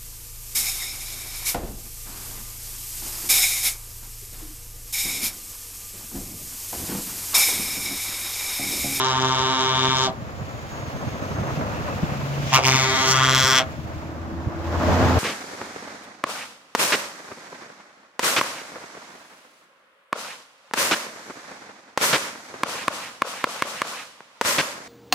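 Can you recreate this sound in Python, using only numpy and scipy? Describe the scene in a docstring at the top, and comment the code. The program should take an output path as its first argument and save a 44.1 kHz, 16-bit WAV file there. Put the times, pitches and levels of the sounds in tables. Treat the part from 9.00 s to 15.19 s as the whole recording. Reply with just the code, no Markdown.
"""Twin air trumpets on an oncoming truck, from a country roadside: a long blast far off, a blip, a long blast nearer.
Each trumpet is a sum of harmonics, its pulses sliding through those of its twin; echoes and hiss are added.
Two cars roll past close by, in filtered noise and wavering tones; the later blast comes partly from behind them.
Then the truck's diesel (sine orders) and tyres (noise) swell as it draws level.
Gusts thump on the microphone ports, as short bursts of low noise over a faint breeze."""
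import sys
import numpy as np
from scipy import signal
from scipy.fft import rfft, irfft
from scipy.io import wavfile
from scipy.ndimage import uniform_filter1d, map_coordinates

SR = 44100
rng = np.random.default_rng(int(sys.argv[2]) if len(sys.argv) > 2 else 0)


def to_wav(s):
    """Save 16-bit WAV."""
    ch = np.atleast_2d(s).T  # columns
    pcm = np.round(np.clip(ch, -1, 1) * 32767)  # PCM
    wavfile.write(sys.argv[1], SR, pcm.astype(np.int16))


N = 272920
TIME = np.arange(N) / SR
BINS = np.maximum(np.arange(N // 2 + 1) * SR / N, 1)   # Hz
CUTOFF_HZ = 15800   # top of the horn's harmonics and of the microphone channel
CLEARS_S = (4.056, 4.34)   # the truck comes out from behind the first car

# pulls on the horn valve, the second a mere blip: [opens t/s, shuts t/s, pitch f/Hz,
# trumpets in step t/s, punch level/dB before its share per band, bell note f/Hz, attack t/s]
BLASTS = [(-.1997, 1.056, 129.6, .245, 0, 830, .035), (3.5148, 3.563, 131, 3.63, 7, 790, .024),
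          (3.6062, 4.583, 130.45, 3.685, 0, 730, .047)]
# horn colour from behind the first car: [f/Hz, relative level/dB]
HORN_SCREENED = [(130, 15), (260, 6.5), (390, 9), (520, -11), (650, -3.5), (790, -5), (1040, -3),
                 (1300, -3), (1650, -5.5), (2200, -5), (2800, -6), (3550, -7.5), (4100, -14.5),
                 (5800, -11.5), (7000, -15), (8800, -32), (15000, -39.5)]
# cars going by: [nearest t/s, rumble level/dB, roar level/dB]
CARS = [(2.7, -34, -33), (4.5, -45, -66)]
# colour of the cars' road noise: [f/Hz, relative level/dB per Hz]
CAR_COLOUR = [(30, -36), (55, -24), (70, -5.5), (135, -3), (185, -10), (235, -5.5), (310, -9.5),
              (420, -11.5), (600, -7), (850, -12), (1150, -12), (2100, -21.5), (3100, -28.5), (3900, -31),
              (7200, -35), (8400, -47.5), (13500, -43.5), (15500, -46)]


def horn():
    """The blasts, fraying in the air, glancing off the traffic and returning dully from trees and buildings."""
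    blocks_s = (3.71, 3.89)   # the first car moves across the truck
    distant, *rest = [blast(*row) for row in BLASTS]
    close = sum(rest)
    direct = distant + close
    hiss = rasp(distant, above_hz=4200, blur_hz=300, level_db=-5.5)
    hiss = hiss + rasp(close, above_hz=3700, blur_hz=300, level_db=-9)
    near = glints(direct, above_hz=2600, latest_s=.0035, sway_s=.00004, sway_hz=2.5, level_db=-5.5)
    # while the first car stands in the way, the sound also bounces round it by longer paths
    blocked = fade(TIME, *blocks_s) * (1 - fade(TIME, *CLEARS_S))
    detour = glints(close * blocked, above_hz=1000, latest_s=.0075, sway_s=.00005, sway_hz=2, level_db=-5)
    # the shortest waves also scatter off the road and the verge
    shortest = irfft(rfft(close) * (1 - below(BINS, 8000) ** 2), N)
    sparkle = scatter(shortest, t60=.02, dull_hz=16000, level_db=-1)
    # long waves pass through the trees and short ones die in the leaves
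    returned = signal.sosfilt(signal.butter(1, [420, 1100], "band", fs=SR, output="sos"), direct)
    echo = scatter(returned, t60=0.34, dull_hz=2110, level_db=-5.0)
    return direct + ring_out() + leak() + rush(direct) + hiss + near + detour + sparkle + echo


def blast(opens, shuts, pitch_hz, in_step_s, punch_db, bell_hz, attack_s, size=16):
    """Two reeds chop the air into pulses; the second runs slightly faster and slides through the first."""
    # horn paths far off, behind the first car, near: [second trumpet's treble level/dB, left lag t/ms]
    horn_paths = [(-19.5, 0.088), (-6, 0.074), (-15.5, 0.025)]
    release_s = 0.066   # the air pressure drains
    rise_hz_per_s, sag_hz = .55, 3.6   # pitch creeps up, and sags without pressure
    overshoot_hz, settle_s = 2, .04   # it starts sharp
    beat_hz = 1.64   # the second trumpet runs this much faster
    jitter, slack_jitter = 0.0012, 0.047   # cycles: at full pressure, and added as it drops

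    on = (TIME >= opens) & (TIME <= shuts + release_s)
    t = TIME[on]
    # slack is 0 at full pressure, 1 at none
    slack = 1 - fade(t, opens, opens + attack_s) * fade(t, shuts + release_s, shuts)
    pitch = pitch_hz + rise_hz_per_s * (t - opens) - sag_hz * slack
    pitch = pitch + overshoot_hz * np.exp(-(t - opens) / settle_s)

    close, clear = int(opens > CARS[0][0]), fade(t, *CLEARS_S)
    path = np.array([(1 - close) * (1 - clear), close * (1 - clear), clear])
    second_db, lag_ms = np.transpose(horn_paths) @ path
    hz = np.arange(1, CUTOFF_HZ // pitch_hz)[:, None] * pitch.mean()
    # the second trumpet points away, which costs it more treble than bass
    weaker = from_db(second_db[::size] * (1 - 0.84 * below(hz, 1810, order=2)))
    # the weights move slowly, so one per block of samples will do
    weights = harmonic_weights(t[::size], slack[::size], punch_db, bell_hz, path[:, ::size], hz)
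    weights = weights / np.sqrt(1 + weaker ** 2)

    sound = 0
    for offset, strengths in ((0, weights), (beat_hz * (t - in_step_s), weights * weaker)):
        wobble = (jitter + slack_jitter * slack) * drift(57)[on]
        cycle = np.exp(2j * np.pi * (np.cumsum(pitch) / SR + offset + wobble))
        harmonic = 1
        for strength in strengths:
            harmonic = harmonic * cycle   # next power: next harmonic
            sound = sound + (np.repeat(strength, size)[:len(t)] * harmonic).real
    out = np.zeros((2, N))
    late = map_coordinates(sound, [np.arange(len(t)) - lag_ms * SR / 1000], order=3)
    out[:, on] = from_db(0.92) * late, sound
    return out


def harmonic_weights(t, slack, punch_db, bell_hz, path, hz):
    """Strength of each harmonic: the colour of its path, the level of its band, softened as pressure drops."""
    # horn colour far off, then near: [f/Hz, relative level/dB]
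    far_colour = [(130, 5), (260, 3.5), (390, 6), (520, -7), (780, -1.5), (910, 4.5), (1040, 3.5),
                  (1170, 3.5), (1430, -5), (1600, -2), (1800, -5.5), (1950, -14), (2300, -6.5), (2500, -15),
                  (3100, -3), (3300, -6.5), (3650, 2), (3850, -6), (4200, -23), (5600, -20.5), (7200, -28),
                  (8800, -44.5), (15000, -60)]
    near_colour = [(130, 8.5), (260, 0.5), (390, 0.5), (520, 0), (650, 5), (800, 4), (1100, 14.5),
                   (1550, 15), (1800, 10), (1960, 12.5), (2300, 3.5), (2600, 6.5), (2900, 2), (3350, 11.5),
                   (3700, 1.5), (4300, -15), (5100, -15), (5700, -10.5), (6400, -20), (7300, -16),
                   (8800, -33), (15000, -32)]
    # the horn as it arrives, before the lift: [t/s, blare level/dB, bite level/dB, sizzle level/dB]
    reach_far = [(0.03, -24, -31, -38.5), (0.182, -24, -32.5, -40.5), (0.55, -25, -31, -39.5),
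                 (0.82, -25, -28.5, -40), (1.03, -25.5, -30.5, -36)]
    reach_close = [(3.68, -25, -22, -24.5), (3.878, -27.5, -26, -33), (4.012, -24.5, -27.5, -31.5),
                   (4.1, -24, -27.5, -27), (4.212, -20.5, -24.5, -34), (4.418, -25, -23.5, -24.5),
                   (4.494, -21.5, -27.5, -27.5), (4.58, -22, -19, -26.5)]
    # lift, a row for far and one for close: [blare level/dB, bite level/dB, sizzle level/dB]
    band_lift = [(-0.77, 2.5, 5.2), (0.39, 0.29, 2.6)]
    # share of a pull's punch: [bass, blare, bite, sizzle]
    punch_share = (0.14, 0.9, 0.57, 0.15)
    bass_db = (-30, -28.5)   # lowest harmonics, far and close
    # moving air makes blare, bite and sizzle flicker, but not the bass
    twinkle_db, twinkle_hz = (0, .3, .5, 1.7), 30
    # as the pressure drops the bell's note stands out and sinks, and the treble goes
    bell_fall_hz, bell_width_hz, bell_db, slack_dull_db = 256, 150, 12, 12

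    colours = (far_colour, HORN_SCREENED, near_colour)
    weights = sum(pulse_shape(colour, hz) * share for colour, share in zip(colours, path))
    weights = weights * glides(t, hz)
    close = int(path[0, 0] == 0)
    reach = in_time((reach_far, reach_close)[close], t)
    levels = [bass_db[close]] + [db + lift for db, lift in zip(reach, band_lift[close])]
    # bands are levelled between edges and cross over between knees (Hz)
    edges, knees = (0, 600, 1900, 4100, SR), (450, 750, 1500, 2400, 3700, 4600)
    gain = 0
    for k, db in enumerate(levels):
        inside = (hz[:, 0] >= edges[k]) & (hz[:, 0] < edges[k + 1])
        band_rms = np.sqrt(np.sum(abs(weights[inside]) ** 2, axis=0) / 2)
        share = np.interp(hz, knees, (np.arange(len(knees)) + 1) // 2 == k)
        twinkle = twinkle_db[k] * np.interp(t, TIME, drift(twinkle_hz))
        gain = gain + share * from_db(db + twinkle + punch_db * punch_share[k]) / band_rms
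    bell = np.exp(-((hz - bell_hz + bell_fall_hz * slack) / bell_width_hz) ** 2)
    bell = np.minimum(2 * slack, 1) * bell
    dulling_db = slack_dull_db * slack * np.log(1 + hz / 2000)
    return weights * gain * (1 - slack) * from_db(bell_db * bell - dulling_db)


def pulse_shape(colour, hz, spread_hz=1100):
    """Complex harmonic weights of a pulse with this colour: minimum phase, so all its ringing follows the front."""
    grid = np.linspace(1, SR / 2, 2049)
    cepstrum = irfft(np.log(from_db(at_hz(colour, grid))))
    cepstrum[len(grid):] = 0   # keep the causal half
    angle = np.interp(hz, grid, 2 * rfft(cepstrum).imag)
    angle += np.pi - 2 * np.arctan(hz / spread_hz)   # long waves leave the flare late
    return from_db(at_hz(colour, hz)) * np.exp(1j * angle)


def glides(t, hz):
    """Bands that ring out or cancel, sliding as the trumpets speak and the cars shift across the path."""
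    # [from t/s, to t/s, from f/Hz, to f/Hz, width f/Hz, level/dB (negative cancels)]
    sliding_bands = [(3.534, 3.552, 1060, 1160, 170, 9), (3.61, 3.657, 760, 950, 220, 4),
                     (3.557, 3.98, 2440, 2100, 400, 6), (3.696, 3.97, 3580, 3670, 130, 8.5),
                     (3.713, 3.98, 3280, 2580, 350, -7.5), (4.113, 4.56, 1290, 1550, 275, 4),
                     (4.15, 4.58, 3140, 3400, 250, 0.5)]
    fade_s = 0.045
    response = 1
    for start, end, from_hz, to_hz, width_hz, db in sliding_bands:
        centre = from_hz + (to_hz - from_hz) * fade(t, start, end)
        present = fade(t, start - fade_s, start) * fade(t, end + fade_s, end)
        peak = 1 + (from_db(abs(db) * present) - 1) / (1 + 2j * (hz - centre) / width_hz)
        response = response * peak ** np.sign(db)
    return response


def ring_out():
    """Each time the valve shuts, the tubes ring on briefly with their own low notes."""
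    # notes of the tubes: [f/Hz, level/dB far, level/dB close]
    tube_modes = [(520, -39, -26.5), (647, -24, -21.5), (769, -26, -26)]
    late_s, swell_s, t60_s = .012, 0.012, 0.16
    out = 0
    for opens, shuts, *_ in BLASTS:
        close = int(opens > CARS[0][0])
        t = np.maximum(TIME - shuts - late_s, 0)
        envelope = fade(t, 0, swell_s) * from_db(-60 * np.clip((t - swell_s) / t60_s, 0, 2))
        for hz, *db in tube_modes:
            out = out + from_db(db[close]) * envelope * np.sin(2 * np.pi * (hz * t + rng.random()))
    return out


def leak(stop_s=0.12):
    """Air hisses through the trumpets: it swells up to the start of the blip, then dies as the reeds catch."""
    peak_s, peak_db, rise_db_per_s, low_hz = 3.52, -31, 146, 1800
    air = irfft(stereo_noise(HORN_SCREENED, left_lead_ms=0.083) * (1 - below(BINS, low_hz) ** 2), N)
    swell = from_db(peak_db - rise_db_per_s * np.clip(peak_s - TIME, 0, 1))
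    return swell * fade(TIME, peak_s + stop_s, peak_s) * rms_one(air)


def rush(x):
    """Air rushing through the reeds: noise that follows the strength of the horn in the right channel."""
    level_db, low_hz, top_hz = -11.5, 478, 17000   # level against the tone
    strength = np.sqrt(np.maximum(uniform_filter1d(x[1] ** 2, size=SR // 130), 0))
    band = below(BINS, top_hz) * (1 - below(BINS, low_hz) ** 2)
    air = irfft(stereo_noise(HORN_SCREENED, left_lead_ms=0.08) * band, N)
    return from_db(level_db) * strength * rms_one(air)


def rasp(x, above_hz, blur_hz, level_db):
    """Turbulent air frays the upper harmonics into hiss, differently in each channel."""
    bright = signal.sosfilt(signal.butter(4, above_hz, "high", fs=SR, output="sos"), x)
    eddies = rms_one(irfft(rfft(rng.standard_normal((2, N))) * below(BINS, blur_hz, order=2), N))
    return scatter(bright * eddies, t60=.012, dull_hz=12000, level_db=level_db)


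def glints(x, above_hz, latest_s, sway_s, sway_hz, level_db, count=5):
    """Short reflections off moving car bodies: their paths keep changing, which blurs the upper partials."""
    bright = signal.sosfilt(signal.butter(1, above_hz, "high", fs=SR, output="sos"), x)
    out = np.zeros((2, N))
    for side in range(2):
        for k in range(count):
            path_s = latest_s * ((k + 1 + rng.random()) / (count + 1)) ** 2
            delay = path_s + sway_s * drift(sway_hz)
            out[side] += (-1) ** k * np.interp(TIME - delay, TIME, bright[side])
    return from_db(level_db) * out / np.sqrt(count)


def scatter(x, t60, dull_hz, level_db):
    """Many weak reflections, different in each channel, dying away; the level is before dulling."""
    tail = rng.standard_normal((2, N)) * from_db(-60 * np.minimum(TIME / t60, 5))
    tail /= np.sqrt(np.sum(tail ** 2, axis=1, keepdims=True))
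    tail = irfft(rfft(tail) * below(BINS, dull_hz, order=1), N)[:, :SR]
    return from_db(level_db) * signal.fftconvolve(x, tail, axes=1)[:, :N]


def cars():
    """Two cars roll by on the left in road noise; the first hums, whines, flicks grit and squeals faintly."""
    # the cars' tyre hiss: [t/s, level/dB]
    tyre_hiss = [(1.15, -54), (1.7, -49), (2.3, -46.5), (2.9, -45.5), (3.2, -44.5), (3.45, -42.5),
                 (4.7, -51), (5, -53), (5.3, -59)]
    pass_s = 0.6   # distance from the lane over speed
    after_db_per_s = 1   # lift once a car has gone by, so it fades less than distance alone would make it
    power = 0
    for s, *levels in CARS:
        lift_db = after_db_per_s * np.maximum(TIME - s, 0)
        gains = np.array([from_db(db + lift_db) * passing(s, pass_s) for db in levels])
        power = power + gains ** 2
    gains = [*np.sqrt(power), from_db(in_time(tyre_hiss)[0])]
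    tyres = road_noise(gains, CAR_COLOUR, left_lead_ms=0.29, flutter_db=3.5)
    # the first car's tailpipe points at the microphone
    exhaust = passing_tone(peak_s=3.35, width_s=0.089, peak_hz=140.6, fall_hz_per_s=16, level_db=-27.5,
                           waver=0.024, waver_hz=25.2, reach_s=0.32)
    # its tyres sing
    whine = passing_tone(peak_s=3, width_s=0.6, peak_hz=2620, fall_hz_per_s=90, level_db=-52,
                         waver=0.062, waver_hz=203, reach_s=0.41)
    return tyres + exhaust + squeal() + grit() + whine * from_db(4.5 * drift(28.0))


def passing_tone(peak_s, width_s, peak_hz, fall_hz_per_s, level_db, waver, waver_hz, reach_s):
    """An unsteady line that swells, fades and sinks in pitch as its car goes by."""
    hz = (peak_hz - fall_hz_per_s * (TIME - peak_s)) * (1 + waver * drift(waver_hz))
    gain = from_db(level_db) * passing(peak_s, width_s) * below(abs(TIME - peak_s), reach_s)
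    return gain * np.sqrt(2) * np.sin(2 * np.pi * np.cumsum(hz) / SR)


def squeal(waver=0.0063, waver_hz=150, flicker_db=3):
    """A thin brake squeal, one wavering sine that sinks in pitch as the first car goes by."""
    # its course: [t/s, f/Hz, level/dB]
    squeal_line = [(.9, 6850, -90), (1.2, 6820, -69), (1.76, 6670, -53.5), (1.95, 6430, -60),
                   (2.26, 6370, -55), (2.6, 6280, -60), (3.3, 6200, -90)]
    hz, db = in_time(squeal_line)
    angle = 2 * np.pi * np.cumsum(hz * (1 + waver * drift(waver_hz))) / SR
    return from_db(db + flicker_db * drift(26)) * np.sqrt(2) * np.sin(angle)


def grit(decay_s=0.0038, low_hz=600, top_hz=2600):
    """The first car's tyres flick loose chippings: short dull ticks of decaying noise."""
    # each tick: [t/s, level/dB]
    chippings = [(2.036, -31), (2.254, -34), (2.402, -35), (2.612, -28), (2.879, -26), (3.096, -31)]
    envelope = 0
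    for s, db in chippings:
        decay = np.exp(-np.clip((TIME - s) / decay_s, 0, 30))
        envelope = envelope + from_db(db) * (TIME >= s) * decay
    band = below(BINS, top_hz, order=2) * (1 - below(BINS, low_hz) ** 2)
    return envelope * rms_one(irfft(stereo_noise(CAR_COLOUR, left_lead_ms=0.32) * band, N))


def truck(rough=0.53, clatter=0.06):
    """Exhaust orders carry from afar; gear whine and tyre roar, throbbing with the firings, emerge later."""
    # colour of its road noise: [f/Hz, relative level/dB per Hz]
    truck_colour = [(18, -59), (30, -61), (58, -10), (88, 7.5), (126, 0), (180, -4), (219, -9), (256, -13),
                    (410, -27), (622, -19), (760, -23), (1050, -23.5), (2240, -32.5), (4200, -38.5),
                    (5200, -39), (7080, -43), (9190, -58), (12500, -52), (15500, -57)]
    # exhaust orders and gear whine, before distance and approach:
    # [multiple of the firing rate, level/dB, loss/dB behind the car (negative: louder there)]
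    diesel_orders = [(1, -19.5, 8), (2, -41.5, -5.5), (3, -31, 7), (4, -32, -2), (5.33, -31, 21),
                     (7.29, -28, 16), (8.88, -36, 26), (10.27, -37, 14)]
    # [nearest t/s, then before distance and approach: rumble level/dB, roar level/dB, hiss level/dB]
    truck_pass = (6, -25, -20, -34.5)
    # the second car hides the truck until it emerges, costing rumble, roar and hiss this much
    emerges_s, screen_db = (5.56, 5.92), (11.5, 11, 13)
    tyre_pass_s, engine_pass_s = 0.31, 0.31   # distance over speed
    engine_late_s = 0.07   # the exhaust passes after the front wheels
    firing_hz, rev_hz_per_s = 84.7, 4.5   # as the truck draws level, and its acceleration

    nearest_s, *levels = truck_pass
    near, hidden = passing(nearest_s, tyre_pass_s), 1 - fade(TIME, *emerges_s)
    rate_hz = (firing_hz + rev_hz_per_s * (TIME - nearest_s)) * (1 + 0.0056 * drift(9.3))
    angle = 2 * np.pi * np.cumsum(rate_hz) / SR
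    engine = 0
    for k, db, loss in diesel_orders:
        unsteady = 1 + rough * min(k / 2.5, 1) * drift(32)
        engine = engine + from_db(db - loss * hidden) * np.sqrt(2) * unsteady * np.sin(k * angle)
    gains = [from_db(db - loss * hidden) for db, loss in zip(levels, screen_db)]
    roar = road_noise(gains, truck_colour, left_lead_ms=0.028, flutter_db=2.5)
    approach = fade(TIME, 1.4, 6.9)   # still rising at the end
    exhaust = passing(nearest_s + engine_late_s, engine_pass_s) * engine
    return approach * (exhaust + near * roar * (1 + clatter * np.cos(angle)))


def gusts(width_s=0.007, low_hz=70, top_hz=160):
    """Eddies thump on the microphone ports: a few strong ones among lesser ones at random."""
    # the strongest: [t/s, peak level/dB before the 6 dB cut below]
    strong_gusts = [(1.8, -24), (2.084, -26), (2.321, -22), (2.395, -18), (2.53, -19), (2.58, -19),
                    (3.038, -12), (3.4, -16.5), (5.475, -14.5)]
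    # lesser ones in the wake of the cars; levels before the same cut
    eddies_per_s, eddy_db, eddy_spread_db, span_s = 4, -23.5, 2.5, (0.74, 5.8)
    eddies = list(strong_gusts)
    for when, strength in rng.random((int(eddies_per_s * np.ptp(span_s)), 2)):
        db = eddy_db + eddy_spread_db * (2 * strength - 1)
        eddies.append((np.interp(when, (0, 1), span_s), db))
    power = 0
    for s, db in eddies:
        power = power + from_db(2 * db) * np.exp(-np.minimum(((TIME - s) / width_s) ** 2, 20))
    shared, left, right = rng.standard_normal((3, N))
    band = below(BINS, top_hz, order=3) * (1 - below(BINS, low_hz, order=2) ** 2)
    air = irfft(rfft(shared + 0.66 * np.array([left, right])) * band, N)
    return from_db(-6.0) * np.sqrt(power) * rms_one(air)


def breeze():
    """A light rumble of moving air on the microphone ports, different at each."""
    level_db, low_hz, top_hz = -41.5, 73, 98
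    band = below(BINS, top_hz, order=3) * (1 - below(BINS, low_hz, order=2) ** 2)
    air = irfft(rfft(rng.standard_normal((2, N))) * band, N)
    return from_db(level_db + 1.4 * drift(13)) * rms_one(air)


def road_noise(gains, colour, left_lead_ms, flutter_db):
    """Body rumble, tread roar and hiss of vehicles; the lower the band, the more it flutters."""
    noise = stereo_noise(colour, left_lead_ms)
    low, high = below(BINS, 250) ** 2, 1 - below(BINS, 2000) ** 2
    out = 0
    for k, (band, gain) in enumerate(zip((low, 1 - low - high, high), gains)):
        pair = irfft(noise * band, N)
        flutter = from_db(flutter_db / 2 ** k * drift(26))
        out = out + pair / np.std(pair.mean(axis=0)) * gain * flutter
    return out


def stereo_noise(colour, left_lead_ms):
    """Spectrum of coloured noise, most alike left and right near 500 Hz and almost unrelated in the treble."""
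    # [f/Hz, left-right correlation]
    likeness = [(35, 0.65), (100, 0.41), (500, 0.95), (1500, 0.33), (4000, 0.017), (12000, 0.06)]
    mid, side = rfft(rng.standard_normal((2, N)))
    alike = np.clip(at_hz(likeness, BINS), 0, .97)
    pair = np.sqrt(1 + alike) * mid + np.sqrt(1 - alike) * side * [[1], [-1]]
    pair[0] *= np.exp(2j * np.pi * BINS * left_lead_ms / 1000)   # reaches the left first
    return pair * from_db(at_hz(colour, BINS))


def passing(nearest_s, width_s):
    """Gain of a source moving along a straight road: one over its distance."""
    return 1 / np.sqrt(1 + ((TIME - nearest_s) / width_s) ** 2)


def drift(rate_hz):
    """Slow chance with spread 1, drawn at every 32nd sample."""
    coarse = TIME[::32]
    hz = np.fft.rfftfreq(len(coarse), coarse[1])
    slow = irfft(rfft(rng.standard_normal(len(coarse))) * below(hz, rate_hz, order=2), len(coarse))
    return np.interp(TIME, coarse, rms_one(slow))


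def from_db(db):
    """Decibels to gain."""
    return 10 ** (np.asarray(db) / 20)


def rms_one(x):
    """Scale to unit power."""
    return x / np.sqrt(np.mean(x ** 2) + 1e-20)


def in_time(rows, t=TIME):
    """Each column of a curve, joined by straight lines."""
    s, *columns = np.transpose(rows)
    return [np.interp(t, s, c) for c in columns]


def at_hz(points, hz):
    """Read a spectrum on a log-frequency axis."""
    f, value = np.transpose(points)
    return np.interp(np.log(hz), np.log(f), value)


def fade(t, start, end):
    """A ramp from 0 at start to 1 at end; it falls in time if end comes first."""
    return np.clip((t - start) / (end - start), 0, 1)


def below(hz, edge_hz, order=4):
    """Gain of a smooth low-pass."""
    return 1 / np.sqrt(1 + (hz / edge_hz) ** (2 * order))


def scene():
    """Everything at the roadside."""
    return horn() + cars() + truck() + gusts() + breeze()


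def record(dry):
    """The highest peaks are rounded and the top is cut."""
    ceiling = .93
    limited = dry / (1 + (dry / ceiling) ** 6) ** (1 / 6)
    return signal.sosfilt(signal.ellip(10, .1, 80, CUTOFF_HZ, fs=SR, output="sos"), limited)


dry = scene()
out = record(dry)
to_wav(out)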